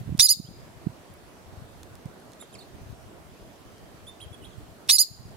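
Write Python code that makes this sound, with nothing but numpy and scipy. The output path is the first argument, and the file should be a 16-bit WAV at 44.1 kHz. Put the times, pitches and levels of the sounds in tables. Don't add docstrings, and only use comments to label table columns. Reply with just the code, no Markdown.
import sys
import numpy as np
from scipy import signal
from scipy.fft import rfft, irfft
from scipy.io import wavfile
from scipy.ndimage import uniform_filter1d

SR = 44100
rng = np.random.default_rng(int(sys.argv[2]) if len(sys.argv) > 2 else 0)


def voltage_ratio(level):
    return 10 ** (np.asarray(level, float) / 20)


def to_wav(s):
    ch = np.atleast_2d(s).T
    pcm = np.round(np.clip(ch, -1, 1) * 32767)
    wavfile.write(sys.argv[1], SR, pcm.astype(np.int16))


N = 236552


def evened(x):
    return x / np.sqrt(np.mean(abs(x) ** 2) + 1e-20)


def smoothed(x, size):
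    return uniform_filter1d(uniform_filter1d(x, size), size)


def read(points, hz):
    f, value = np.transpose(points)
    return np.interp(np.log(hz + 1), np.log(f + 1), value)


def add(mix, s, sound):
    part = mix[..., max(round(s * SR), 0):][..., :sound.shape[-1]]
    part += sound[..., :part.shape[-1]]


def coloured(x, points):
    hz = np.fft.rfftfreq(x.shape[-1], 1 / SR)
    return irfft(rfft(x) * voltage_ratio(read(points, hz)), x.shape[-1])


def echoes(x, start_s, t60, level_db, slope):
    hz, t, z = signal.stft(rng.standard_normal((SR, 2)).T, SR, nperseg=64)
    ring_s = t60 * (5000 / np.maximum(hz, 4000)) ** slope
    tail = signal.istft(z * voltage_ratio(-60 * t / ring_s[:, None]), SR, nperseg=64)[1]
    tail = np.pad(tail / np.linalg.norm(tail[0]), ((0, 0), (round(start_s * SR), 0)))
    return voltage_ratio(level_db) * signal.fftconvolve(x[None], tail, axes=1)[:, :N]


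def at_ports(x, balance, phase):
    hz = np.fft.rfftfreq(N, 1 / SR)
    half = voltage_ratio(read(balance, hz) / 2) * np.exp(1j * read(phase, hz) / 2)
    return irfft(rfft(x) * np.array([half, 1 / half]), N)


def distant_wash():
    # frequency in Hz, level in dB per Hz.
    wash_colour = [(88, -18.5), (150, -2), (383, -0.5), (524, -5), (662, -2), (854, -8.5), (979, -8),
                   (2180, -16), (7320, -23.5), (12700, -27), (14800, -30.5), (16000, -34.5)]
    # frequency in Hz, likeness (1 is identical).
    likeness = [(60, 0.13), (180, 0.65), (550, 0.5), (1650, 0.023), (4970, 0.074), (15000, 0.059)]
    # frequency in Hz, left minus right in dB.
    wash_balance = [(60, 2.5), (240, -2.5), (950, -3), (3770, -1.0), (15000, -1)]
    frames, hz = N // 256 + 5, np.fft.rfftfreq(1024, 1 / SR)
    a, b, c, d, patches = rng.standard_normal((frames, 513, 5)).T
    patches = evened(uniform_filter1d(uniform_filter1d(patches, 14, 0), 12, 1))
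    same = np.clip(read(likeness, hz), -1, 1)[:, None]
    left = a + 1j * b
    right = same * left + np.sqrt(1 - same ** 2) * (c + 1j * d)
    tilt_db = read(wash_balance, hz)[:, None] / 2
    level_db = read(wash_colour, hz)[:, None] + 1.2 * patches + np.array([tilt_db, -tilt_db])
    wash = signal.istft(np.array([left, right]) * voltage_ratio(level_db), nperseg=1024, noverlap=768)[1][:, :N]
    return voltage_ratio(-52.5 + 2.0) * evened(wash)


def wind_rumble():
    # time in seconds, level in dB.
    wind_level = [(0.0, -51), (0.299, -50), (0.95, -62), (1.5, -59.5), (1.94, -57), (2.2, -67), (2.5, -66),
                  (2.85, -54.5), (3.1, -60.5), (3.8, -61.5), (4.65, -57), (4.87, -62), (5.05, -60),
                  (5.12, -53), (5.36, -56)]
    # frequency in Hz, level in dB per Hz.
    wind_colour = [(20, -10.5), (50, 1), (110, 6.5), (200, -6.5), (400, -28), (800, -40)]
    raw = rng.standard_normal((N, 4)).T
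    lumps_db = 5.1 * evened(smoothed(raw[2:], 900))
    rumble = evened(coloured(raw[:2], wind_colour) * voltage_ratio(lumps_db))
    level_db = np.interp(np.arange(N) / SR, *np.transpose(wind_level))
    return rumble * voltage_ratio(level_db + 8.0)


def bumps():
    # start in seconds, peak in dB, pitch in Hz, left minus right in dB.
    eddies = [(0.004, -40.5, 127, -21), (0.022, -40, 135, -6), (0.05, -35, 110, -5),
              (0.065, -30.5, 125, -10), (0.081, -33.5, 244, -15), (0.095, -30, 84, -8),
              (0.113, -24, 151, -7.5), (0.138, -27, 158, -8.5), (0.179, -34, 128, 0), (0.31, -37, 116, -7),
              (0.359, -38, 163, -11), (0.388, -23.5, 168, -10.5), (0.438, -35, 124, -5.5),
              (0.476, -33.5, 153, 4), (0.5, -40, 178, 8.0), (0.859, -22, 165, -13.5),
              (0.887, -39.5, 123, -8), (1.088, -44, 174, 6), (1.569, -38.5, 89, 7), (1.611, -41.5, 120, 11),
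              (1.748, -47, 142, 8), (2.048, -32.5, 137, -9), (2.914, -44.5, 121, 14),
              (4.257, -47.5, 78, 21), (4.303, -46, 97, 19), (5.101, -38, 109, 18)]
    out, t = np.zeros((2, N)), np.arange(2600) / SR
    for (s, db, hz, pan), phase in zip(eddies, rng.uniform(0, 2 * np.pi, (len(eddies), 2))):
        u = (t - .013) * hz
        tilt_db = np.array([[pan], [-pan]]) / 2
        cycles = 0.74 * (125 / hz) ** .35
        lead = np.tanh(tilt_db / 3) / 2
        edge = np.cos(2 * np.pi * 1.7 * u + phase[1] + lead) / np.cosh(1.7 * u / cycles)
        edge = voltage_ratio(-10.5 + 0.48 * tilt_db) * edge
        press = (np.cos(2 * np.pi * u + phase[0] + lead) + edge) / np.cosh(u / cycles) ** 2
        add(out, s, voltage_ratio(db + 3.0 + tilt_db) * press * signal.windows.tukey(len(t), .1))
    return out


def ticks():
    # start in seconds, peak in dB, centre in Hz, left minus right in dB.
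    snaps = [(.174, -40, 6000, -6), (0.179, -39, 7000, -18), (1.139, -45.5, 8900, -10),
             (1.8317, -37, 4970, -5), (1.954, -39, 6900, -5), (2.057, -43.5, 10900, 12),
             (2.2, -47, 6500, -1.5), (2.319, -43.5, 7000, -6), (2.334, -39, 4400, -5), (2.424, -37, 850, 1),
             (3.782, -44, 4450, -.6), (4.05, -50, 600, -2), (4.8767, -41, 7030, -5),
             (4.8792, -45, 5000, -8)]
    out, t = np.zeros((2, N)), np.arange(400) / SR
    for (s, db, hz, pan), grit in zip(snaps, rng.standard_normal((len(snaps), 400))):
        band = signal.butter(2, [hz / 2.5, min(hz * 1.7, 15000)], "band", fs=SR)
        fade_s = 0.00078 + 2.5 / hz
        snap = signal.lfilter(*band, grit * np.exp(-t / fade_s))
        add(out, s, voltage_ratio(db + np.array([[pan], [-pan]]) / 2) * snap / abs(snap).max())
    return out


def fold(t, crest, arch, db, effort):
    top_hz, rise, fall, flat, tire_db = arch
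    missing_db, settle, climb_db, sag_db = effort
    slack = (abs(t - crest) / np.where(t < crest, rise, fall)) ** flat
    settling_db = missing_db * np.exp(-(t - t[0]) / settle)
    slack_db = np.where(t < crest, climb_db * slack ** 2, sag_db * slack)
    level_db = db - settling_db - tire_db * (t - crest) - slack_db
    return top_hz * np.exp(-slack), level_db, slack


def chirp(start, crest, end, low_db, high_db, second):
    # top in Hz, rise in seconds, fall in seconds, flatness of the top, tiring in dB per second.
    low_arch = [(4983, .053, 0.035, 4.4, 40), (4976, .055, .030, 2.8, 127)]
    high_arch = [(7113, .056, .032, 3.6, 89), (7100, .053, 0.024, 2.5, 270)]
    # dB missing at the start, settling in seconds,
    # dB lost while slack on the way up, dB lost on the way down.
    low_effort = (18.2, 0.0047, 7.9, 56)
    high_effort = (25, 0.0083, 16, 120)
    # multiples of the low fold, multiples of the high fold, level against the folds in dB.
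    low_turns = [1, 0, 2, 1, 0, 3, 2, 1, 4, -1, 2, -1, 3]
    high_turns = [0, 1, 0, 1, 2, 0, 1, 2, 0, 1, -1, 2, -1]
    mix_db = [0, 0, -3, -7, -16, -27, -24, -26, -28, -22, -26, -18, -32]
    # frequency in Hz, gain in dB.
    mouth = [(1100, -26.5), (2400, -2), (3200, -8), (3900, 9), (4500, 2.5), (9000, -2), (12500, 1.5),
             (15500, 7)]
    # frequency in Hz, level in dB per Hz.
    puff = [(350, -30), (720, -25.5), (1700, -40), (2800, -1.5), (3800, 14), (5500, 0), (7500, 1),
            (10000, 0), (14000, -15)]
    t = np.arange(start, end, 1 / SR)
    low, low_db, slack = fold(t, crest, low_arch[second], low_db, low_effort)
    high, high_db, _ = fold(t, crest, high_arch[second], high_db, high_effort)
    least = .05
    harsh = np.clip((slack - .15) * np.where(t < crest, 2.65, 0.34), least, .7)
    shake = evened(uniform_filter1d(rng.standard_normal((3, len(t))), 24))
    low_turn = 2 * np.pi * np.cumsum(low) / SR + 0.41 * harsh * shake[0]
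    high_turn = 2 * np.pi * np.cumsum(high) / SR + 0.27 * harsh * shake[1]
    flutter_db = 2.9 * evened(smoothed(rng.standard_normal((len(mix_db), len(t))), 90))
    voice = np.zeros(len(t))
    for m, n, db in zip(low_turns, high_turns, np.array(mix_db)[:, None] + flutter_db):
        hz = abs(m * low + n * high)
        share = abs(m) / (abs(m) + abs(n))
        spill_db = 22.0 * harsh * (abs(m) + abs(n) > 2)
        level_db = db + spill_db + share * low_db + (1 - share) * high_db + read(mouth, hz)
        voice += np.sqrt(2) * voltage_ratio(level_db) * np.sin(m * low_turn + n * high_turn) * (hz < 18000)
    voice *= 1 + .5 * (harsh - least) * shake[2]
    breath = evened(coloured(rng.standard_normal(len(t)), puff))
    breath *= (harsh - least) ** 1.16 * voltage_ratio(low_db + 3)
    return (voice + breath) * signal.windows.tukey(len(t), .08)


def squirrel():
    # start, crest and end in seconds, low fold level in dB, high fold level in dB.
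    chirps = [
        (.1895, .248, .278, -18, -17.5),
        (.283, .318, .339, -20.5, -21),
        (4.882, 4.948, 4.974, -20.5, -22.5),
        (4.981, 5.016, 5.039, -21, -21),
    ]
    # frequency in Hz, left minus right in dB.
    call_balance = [(2200, 0), (3700, 6), (4700, -5.5), (5700, -23), (6900, 2), (8300, -21.5), (10500, -24),
                    (12200, -16), (15000, -2.5)]
    # frequency in Hz, lead of the left port in radians.
    call_phase = [(2200, 1.7), (3500, -1.4), (4800, -0.9), (5700, -5.5), (6500, 1.5), (9800, -2.64),
                  (11500, -3.9), (14000, -18.5)]
    calls = np.zeros(N)
    for k, row in enumerate(chirps):
        add(calls, row[0], chirp(*row, second=k % 2))
    calls *= voltage_ratio(7.0)
    ground = echoes(calls, .0006, .04, -4.5, .05)
    scrub = echoes(calls, .004, .15, -10, .15)
    far_slope = echoes(calls, 0.022, 0.53, -26, 0.22)
    return at_ports(calls, call_balance, call_phase) + ground + scrub + far_slope


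def finch():
    # start in seconds, length in seconds, crest in Hz, end in Hz, level in dB.
    hooks = [(2.396, 0.052, 3790, 3190, -50), (2.537, 0.014, 3300, 3000, -54.5),
             (2.578, 0.045, 4620, 3660, -50.5), (2.613, 0.0254, 4220, 4050, -51.5),
             (4.063, 0.046, 3575, 3570, -45.5), (4.206, 0.0447, 3350, 3130, -45.5),
             (4.445, 0.039, 3320, 3300, -55)]
    # start in seconds, length in seconds, from Hz, to Hz, level in dB.
    slides = [(0.447, 0.039, 2810, 3480, -56.5), (2.525, 0.013, 3400, 3830, -60),
              (2.547, .016, 2890, 1960, -56), (4.201, .017, 2380, 4260, -51),
              (4.325, 0.031, 3410, 3325, -53.5), (4.416, .02, 2970, 2980, -60),
              (4.435, 0.022, 2465, 4090, -54), (4.5, 0.048, 3680, 3170, -66)]
    # from seconds, then second, third and fourth harmonic in dB.
    phrase_overtones = [(0.1, -20, -20, -25), (2.3, 1, -0.5, -20), (2.57, -11.5, -10, -28),
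                        (3.9, -17, -9, -22), (4.49, -19.5, -24, -30)]
    # frequency in Hz, gain in dB.
    beak = [(2000, -1), (2700, 0), (5300, 0.5), (6200, -13), (7000, 2.8), (11300, -4), (12500, -17),
            (15000, -4)]
    # frequency in Hz, left minus right in dB.
    finch_balance = [(3400, -7.5), (7200, -5.5), (10300, -22)]
    # frequency in Hz, lead of the left port in radians.
    finch_phase = [(3400, 0.92), (7200, 2.2), (10300, -1.9)]
    song, phrases = np.zeros(N), np.array(phrase_overtones)
    for hooked, (s, length, first_hz, end_hz, db) in [(1, row) for row in hooks] + [(0, row) for row in slides]:
        u = np.arange(0, length, 1 / SR) / length
        hz, level_db = first_hz + (end_hz - first_hz) * u, db + 0 * u
        if hooked:
            hz = np.interp(u, [0, 0.36, .75], [first_hz * (1 - 0.133), first_hz, end_hz])
            level_db = db + np.interp(u, [0, 0.36, 1], [-15.5, 0, -11])
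        warble_db = 3 * evened(smoothed(rng.standard_normal(len(u)), 130))
        turn = 2 * np.pi * np.cumsum(uniform_filter1d(hz, 120)) / SR
        note = np.sin(turn)
        for k, over_db in enumerate(phrases[phrases[:, 0] < s][-1, 1:]):
            note += voltage_ratio(over_db) * np.sin((k + 2) * turn)
        add(song, s, voltage_ratio(level_db + warble_db + 2.0) * note * signal.windows.tukey(len(u), .3))
    song = coloured(song, beak)
    return at_ports(song, finch_balance, finch_phase) + echoes(song, .006, .3, -11, 1.2)


def far_whistle():
    # time in seconds, level in dB.
    whistle_level = [(3.1, -76), (3.55, -72), (3.7, -53.5), (4.05, -59), (4.4, -61), (4.6, -57),
                     (4.85, -67)]
    s, db = np.transpose(whistle_level)
    blur = smoothed(rng.standard_normal((5, N)), 160)
    hz = 3050 + 42.2 * evened(uniform_filter1d(blur[4], 6000))
    whistle = evened(blur[:2] + 1j * blur[2:4]) * np.exp(2j * np.pi * np.cumsum(hz) / SR)
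    return whistle.real * voltage_ratio(np.interp(np.arange(N) / SR, s, db, -99, -99) - 12.5)


def scene():
    return distant_wash() + wind_rumble() + bumps() + ticks() + squirrel() + finch() + far_whistle()


def low_pass(x):
    return signal.sosfilt(signal.butter(12, 16340, fs=SR, output="sos"), x)


def record(dry):
    power_db = 10 * np.log10(abs(uniform_filter1d((dry ** 2).mean(0), 300, origin=149)) + 1e-12)
    fall_db = np.arange(N) * 70. / SR
    held_db = np.maximum.accumulate(power_db + fall_db) - fall_db
    over_db = np.maximum(held_db + 21, 0)
    ducked = dry / voltage_ratio(.65 * uniform_filter1d(over_db, 200))
    edge = signal.firwin(255, 15920, window=("kaiser", 8), fs=SR)
    return low_pass(signal.oaconvolve(ducked, edge[None], "same"))


dry = scene()
out = record(dry)
to_wav(out)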